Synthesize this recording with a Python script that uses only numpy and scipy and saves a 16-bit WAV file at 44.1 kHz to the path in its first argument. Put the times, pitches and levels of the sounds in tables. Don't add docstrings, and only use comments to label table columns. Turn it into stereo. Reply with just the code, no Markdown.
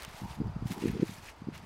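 import sys
import numpy as np
from scipy import signal
from scipy.fft import rfft, irfft, next_fast_len
from scipy.io import wavfile
from scipy.ndimage import uniform_filter1d

SR = 44100
rng = np.random.default_rng(int(sys.argv[2]) if len(sys.argv) > 2 else 0)


def persist_wave(psi):
    counts = np.round(np.clip(psi, -1, 1) * 32767).astype(np.int16)
    wavfile.write(sys.argv[1], SR, np.atleast_2d(counts).T)


N = 72765

# (t/s, level/dB)
PEEL_LEVEL = [(0, -50), (0.054, -48), (0.066, -52.5), (0.21, -55.5), (0.26, -62), (0.31, -52.5),
              (0.35, -59), (0.41, -71), (0.64, -72), (0.672, -55.5), (0.694, -57), (0.72, -48.5),
              (0.735, -52), (0.762, -60.5), (0.822, -53), (0.885, -51), (0.9, -51), (1.04, -54.5),
              (1.152, -55), (1.212, -59.5), (1.262, -52), (1.303, -52), (1.333, -66.5), (1.52, -66),
              (1.552, -49.5), (1.585, -57.5), (1.63, -62)]
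# (t/s, level/dB)
SIZZLE_TREBLE = [(0, 0), (0.08, -5), (0.19, 7), (0.32, 2.5), (0.55, -1), (0.7, 7.5), (0.79, 5.5), (0.85, 5),
                 (0.98, -9), (1.044, -1), (1.056, 6), (1.16, 4.5), (1.29, 3.5), (1.45, -9), (1.56, -1.5),
                 (1.65, 0.5)]
# (f/Hz, level/dB)
SIZZLE_TONE = [(300, -13.5), (600, -0.5), (1200, -1.5), (2100, -1), (2600, -2), (3050, -5.5), (4200, -6),
               (5200, -8.5), (7500, -13), (11500, -18), (15500, -26)]
# (f/Hz, level/dB)
TICK_TONE = [(1000, -3), (8000, -8), (13000, -1), (15500, -7)]
# (t/s, level/dB)
SNAPS = [(0.0224, -36), (0.0328, -38), (0.0493, -32.5), (0.472, -52), (0.671, -41.5), (0.706, -41),
         (0.7194, -36), (0.735, -40), (0.7813, -42.5), (0.8022, -44), (0.8825, -38), (1.5786, -41.5)]
SNAP_TONE, SNAP_FALL_S = [(400, 9), (1500, 9), (5000, 6), (11000, 1), (15500, -6)], 0.0016
# (t/s, level/dB)
SQUELCHES = [(0.05, -49.5), (0.721, -67), (0.826, -50), (0.886, -48), (1.288, -49.5), (1.556, -52.5)]
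# (f/Hz, level/dB)
PAINT_WIDTH = [(500, -37), (2000, -40), (4000, -17.5), (8000, -10.5), (13000, -6)]

# (t/s, level/dB, f/Hz)
BUMPS = [(0.081, -42, 146), (0.147, -44, 139), (0.2205, -39, 148), (0.236, -36, 159), (0.246, -35.5, 142),
         (0.257, -38, 175), (0.310, -40.5, 120), (0.389, -35, 174), (0.4045, -24.5, 220),
         (0.4177, -23.5, 223), (0.459, -29.5, 117), (0.469, -29, 171), (0.479, -36, 178),
         (0.499, -34.5, 121), (0.5655, -27.5, 162), (0.625, -29.5, 211), (0.633, -34, 96),
         (0.6583, -25, 148), (0.711, -28.5, 180), (0.7222, -32.5, 204), (0.778, -36.5, 226),
         (0.7915, -41, 310), (0.8238, -30.5, 255), (0.8395, -23, 318), (0.8495, -28.5, 278),
         (0.8579, -18, 296), (0.8732, -29, 334), (0.882, -25.5, 200), (0.9012, -24.5, 184),
         (0.9345, -31, 198), (0.9586, -29, 192), (0.968, -29.5, 322), (0.9988, -24.5, 226),
         (1.0255, -24.5, 187), (1.0313, -15, 299), (1.095, -35.5, 181), (1.1205, -38, 169),
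         (1.422, -35.5, 198), (1.4732, -32, 198), (1.4877, -26, 256), (1.6394, -42.5, 202)]
# (multiple of its pitch, level/dB)
FLOOR_SWINGS = [(0.55, -17.5), (0.998, 0), (1.8, -12)]
# (t/s, level/dB)
JUDDER_LEVEL = [(0, -58), (0.19, -68), (0.225, -43.5), (0.29, -54), (0.36, -58), (0.41, -37), (0.44, -41.5),
                (0.52, -50), (0.68, -49), (0.8, -44), (0.86, -33.5), (0.92, -46.5), (1.03, -28.5),
                (1.06, -50.5), (1.2, -51.5), (1.31, -64), (1.5, -48.5), (1.65, -49.5)]
TRAY_NOTES, TRAY_RING_S = [(128, -12), (183, -16.5), (324, -12.5), (420, -8)], .014
# (f/Hz, level/dB)
BUMP_WIDTH = [(50, -42), (150, -44.5), (400, -17.5)]

# (t/s, level/dB)
RUMBLE_LEVEL = [(0, -55), (0.19, -71), (0.25, -47), (0.35, -52), (0.415, -35), (0.52, -44.5), (0.63, -41),
                (0.8, -66), (0.9, -38.5), (1.04, -54), (1.09, -57), (1.33, -73), (1.52, -55), (1.65, -59)]
RUMBLE_TONE, RUMBLE_DB = [(20, -25), (35, -7), (55, 0), (90, -1.5), (160, -15), (400, -70)], -2
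# (f/Hz, level/dB)
ROAR_TONE = [(30, 0.5), (120, -2.5), (520, -5), (720, -1.5), (1000, -3), (1350, -6), (1700, -12.5),
             (2800, -19), (5200, -25.5), (9000, -34.5), (15000, -46)]
# (t/s, level/dB)
ROAR_LEVEL = [(0, -53.5), (0.58, -52), (0.8, -52.5), (1.1, -55.5)]
# (t/s, level/dB)
HOLLOW_LEVEL = [(0, -68), (0.13, -62.5), (0.19, -54), (0.3, -52), (0.36, -60.5), (0.45, -54), (0.56, -70.5),
                (0.78, -51), (0.95, -70), (1.2, -66.5), (1.65, -74)]
# (f/Hz, level/dB)
ROAR_WIDTH = [(60, -46), (300, -26), (900, -20), (2000, -6.5), (4500, 3), (13000, 3.5)]

THREADS_PER_S, THREAD_SPREAD_DB = 9000, 2.5


def paint_sizzle(thread_db=-1.5, tick_db=-14, bubble_db=-6.5, hiss_db=-7.5, tuft_db=2):
    threads = gain(thread_db) * unit(shape_tone(clicks(THREADS_PER_S, THREAD_SPREAD_DB), SIZZLE_TONE))
    ticks = gain(tick_db) * unit(shape_tone(clicks(per_s=240, spread_db=3.5), TICK_TONE))
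    sizzle = threads + ticks + gain(bubble_db) * bubbles() + gain(hiss_db) * noise(SIZZLE_TONE)
    treble = signal.sosfilt(signal.butter(1, 5600, "high", fs=SR, output="sos"), sizzle)
    sizzle += treble * (gain(curve(SIZZLE_TREBLE)) - 1)
    flutter_db = tuft_db * wobble(per_s=63)
    return sizzle * gain(curve(PEEL_LEVEL) + flutter_db)


def bubbles(per_s=450, low_hz=1684, high_hz=12700, ring_cycles=7.9):
    t = np.arange(SR // 50) / SR
    out = np.zeros(N + SR)
    for when, pitch, chance in rng.random((int(per_s * N / SR), 3)):
        hz = low_hz * (high_hz / low_hz) ** pitch
        random_db = np.log(max(chance, np.exp(-3)))
        strength = gain(random_db) * (low_hz / hz) ** 0.21
        start = int(when * N)
        out[start:start + len(t)] += strength * np.exp(-t * hz / ring_cycles) * np.sin(2 * np.pi * hz * t)
    return unit(out[:N])


def paint_snaps():
    crackle = rng.standard_normal(N) * swells(SNAPS, rise_s=0.00061, fall_s=SNAP_FALL_S) / 2
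    return shape_tone(crackle, SNAP_TONE)


def squelches():
    gap_ring = band(clicks(THREADS_PER_S, THREAD_SPREAD_DB), hz=2220, width_hz=1220)
    return gap_ring * swells(SQUELCHES, rise_s=0.02, fall_s=0.009)


def tray_bumps(top_hz=530, echo_s=0.0056):
    knocks = thuds(BUMPS, FLOOR_SWINGS) + judder()
    low_pass = signal.butter(8, top_hz, fs=SR, output="sos")
    dull = signal.sosfiltfilt(low_pass, knocks + tray_ring(knocks))
    t = np.arange(SR // 20) / SR
    scatter = rng.standard_normal(len(t)) * np.exp(-t / echo_s)
    echo = signal.fftconvolve(dull, scatter / np.linalg.norm(scatter))[:N]
    return stereo(dull, echo, BUMP_WIDTH)


def thuds(bumps, swings, half_length_cycles=0.52, skew_radians=0.093):
    out = np.zeros(N)
    for at, db, hz in bumps:
        centre = int(at * SR)
        span = np.arange(max(centre - SR // 20, 0), min(centre + SR // 20, N))
        for multiple, swing_db in swings:
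            cycles = (span / SR - at) * hz * multiple
            hump = np.exp(-.5 * (cycles / half_length_cycles) ** 2)
            out[span] -= gain(db + swing_db) * hump * np.cos(2 * np.pi * cycles - skew_radians)
    return out


def judder(per_s=280, middle_hz=170, spread_octaves=0.66, octaves_per_db=0.11):
    when, size, pitch = rng.random((int(per_s * N / SR), 3)).T
    force_db = curve(JUDDER_LEVEL)
    extra_db = force_db[(when * N).astype(int)] - np.median(force_db)
    octaves = spread_octaves * (2 * pitch - 1) + octaves_per_db * extra_db
    bumps = zip(when * N / SR, 20 * np.log10(size), middle_hz * 2 ** octaves)
    shaking = thuds(bumps, swings=[(1, 0)])
    return unit(shaking - shaking.mean()) * gain(force_db)


def tray_ring(knocks):
    t = np.arange(SR // 10) / SR
    notes = sum(gain(db) * np.cos(2 * np.pi * hz * t) for hz, db in TRAY_NOTES)
    ring = notes * np.exp(-t / TRAY_RING_S)
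    scale = 2 / (TRAY_RING_S * SR)
    return signal.fftconvolve(knocks, ring * scale)[:N]


def rumble():
    return noise(RUMBLE_TONE) * gain(curve(RUMBLE_LEVEL) + RUMBLE_DB)


def distant_roar():
    roar = stereo(noise(ROAR_TONE), noise(ROAR_TONE), ROAR_WIDTH)
    middle, side = (band(rng.standard_normal(N), hz=882, width_hz=172) for _ in range(2))
    hollow = stereo(middle, side, ROAR_WIDTH)
    return roar * gain(curve(ROAR_LEVEL)) + hollow * gain(curve(HOLLOW_LEVEL))


def trill(level_db=-77, flutter_db=5.5):
    thin_hiss = band(rng.standard_normal(N), hz=4770, width_hz=370)
    return thin_hiss * gain(level_db + flutter_db * wobble(per_s=87))


def gain(db):
    return 10 ** (np.asarray(db) / 20)


def unit(x):
    return x / np.sqrt(np.mean(x ** 2))


def curve(rows):
    return np.interp(np.arange(N) / SR, *np.array(rows).T)


def swells(rows, rise_s, fall_s):
    t = np.arange(N) / SR
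    return sum(gain(db) * np.exp(-np.maximum((at - t) / rise_s, (t - at) / fall_s)) for at, db in rows)


def wobble(per_s):
    hold = int(SR / per_s)
    steps = np.repeat(rng.standard_normal(N // hold + 1), hold)
    return 0.84 * uniform_filter1d(steps, hold)[:N]


def clicks(per_s, spread_db):
    happens = rng.random(N) < per_s / SR
    size = np.minimum(rng.exponential(size=N), 5)
    return happens * gain(spread_db * size) * rng.choice([-1, 1], N)


def noise(tone):
    return unit(shape_tone(rng.standard_normal(N), tone))


def band(x, hz, width_hz):
    edges = [hz - width_hz / 2, hz + width_hz / 2]
    return unit(signal.sosfilt(signal.butter(2, edges, "band", fs=SR, output="sos"), x))


def shape_tone(x, tone):
    size = 2 * next_fast_len(N)
    hz, db = np.array(tone).T
    all_hz = np.arange(size // 2 + 1) * SR / size
    gains = gain(np.interp(np.log(all_hz + 1), np.log(hz), db))
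    folded = irfft(np.log(gains))
    folded[1:size // 2] *= 2
    folded[size // 2 + 1:] = 0
    return irfft(rfft(x, size) * np.exp(rfft(folded)))[:N]


def stereo(middle, side, width):
    return middle + shape_tone(side, width) * np.array([[1], [-1]])


def scene():
    middle, side = (paint_sizzle() + paint_snaps() for _ in range(2))
    paint = stereo(middle, side, PAINT_WIDTH) + squelches()
    return paint + tray_bumps() + rumble() + distant_roar() + trill()


def record(dry):
    return signal.sosfilt(signal.ellip(10, .2, 80, 15750, fs=SR, output="sos"), dry)


dry = scene()
out = record(dry)
persist_wave(out)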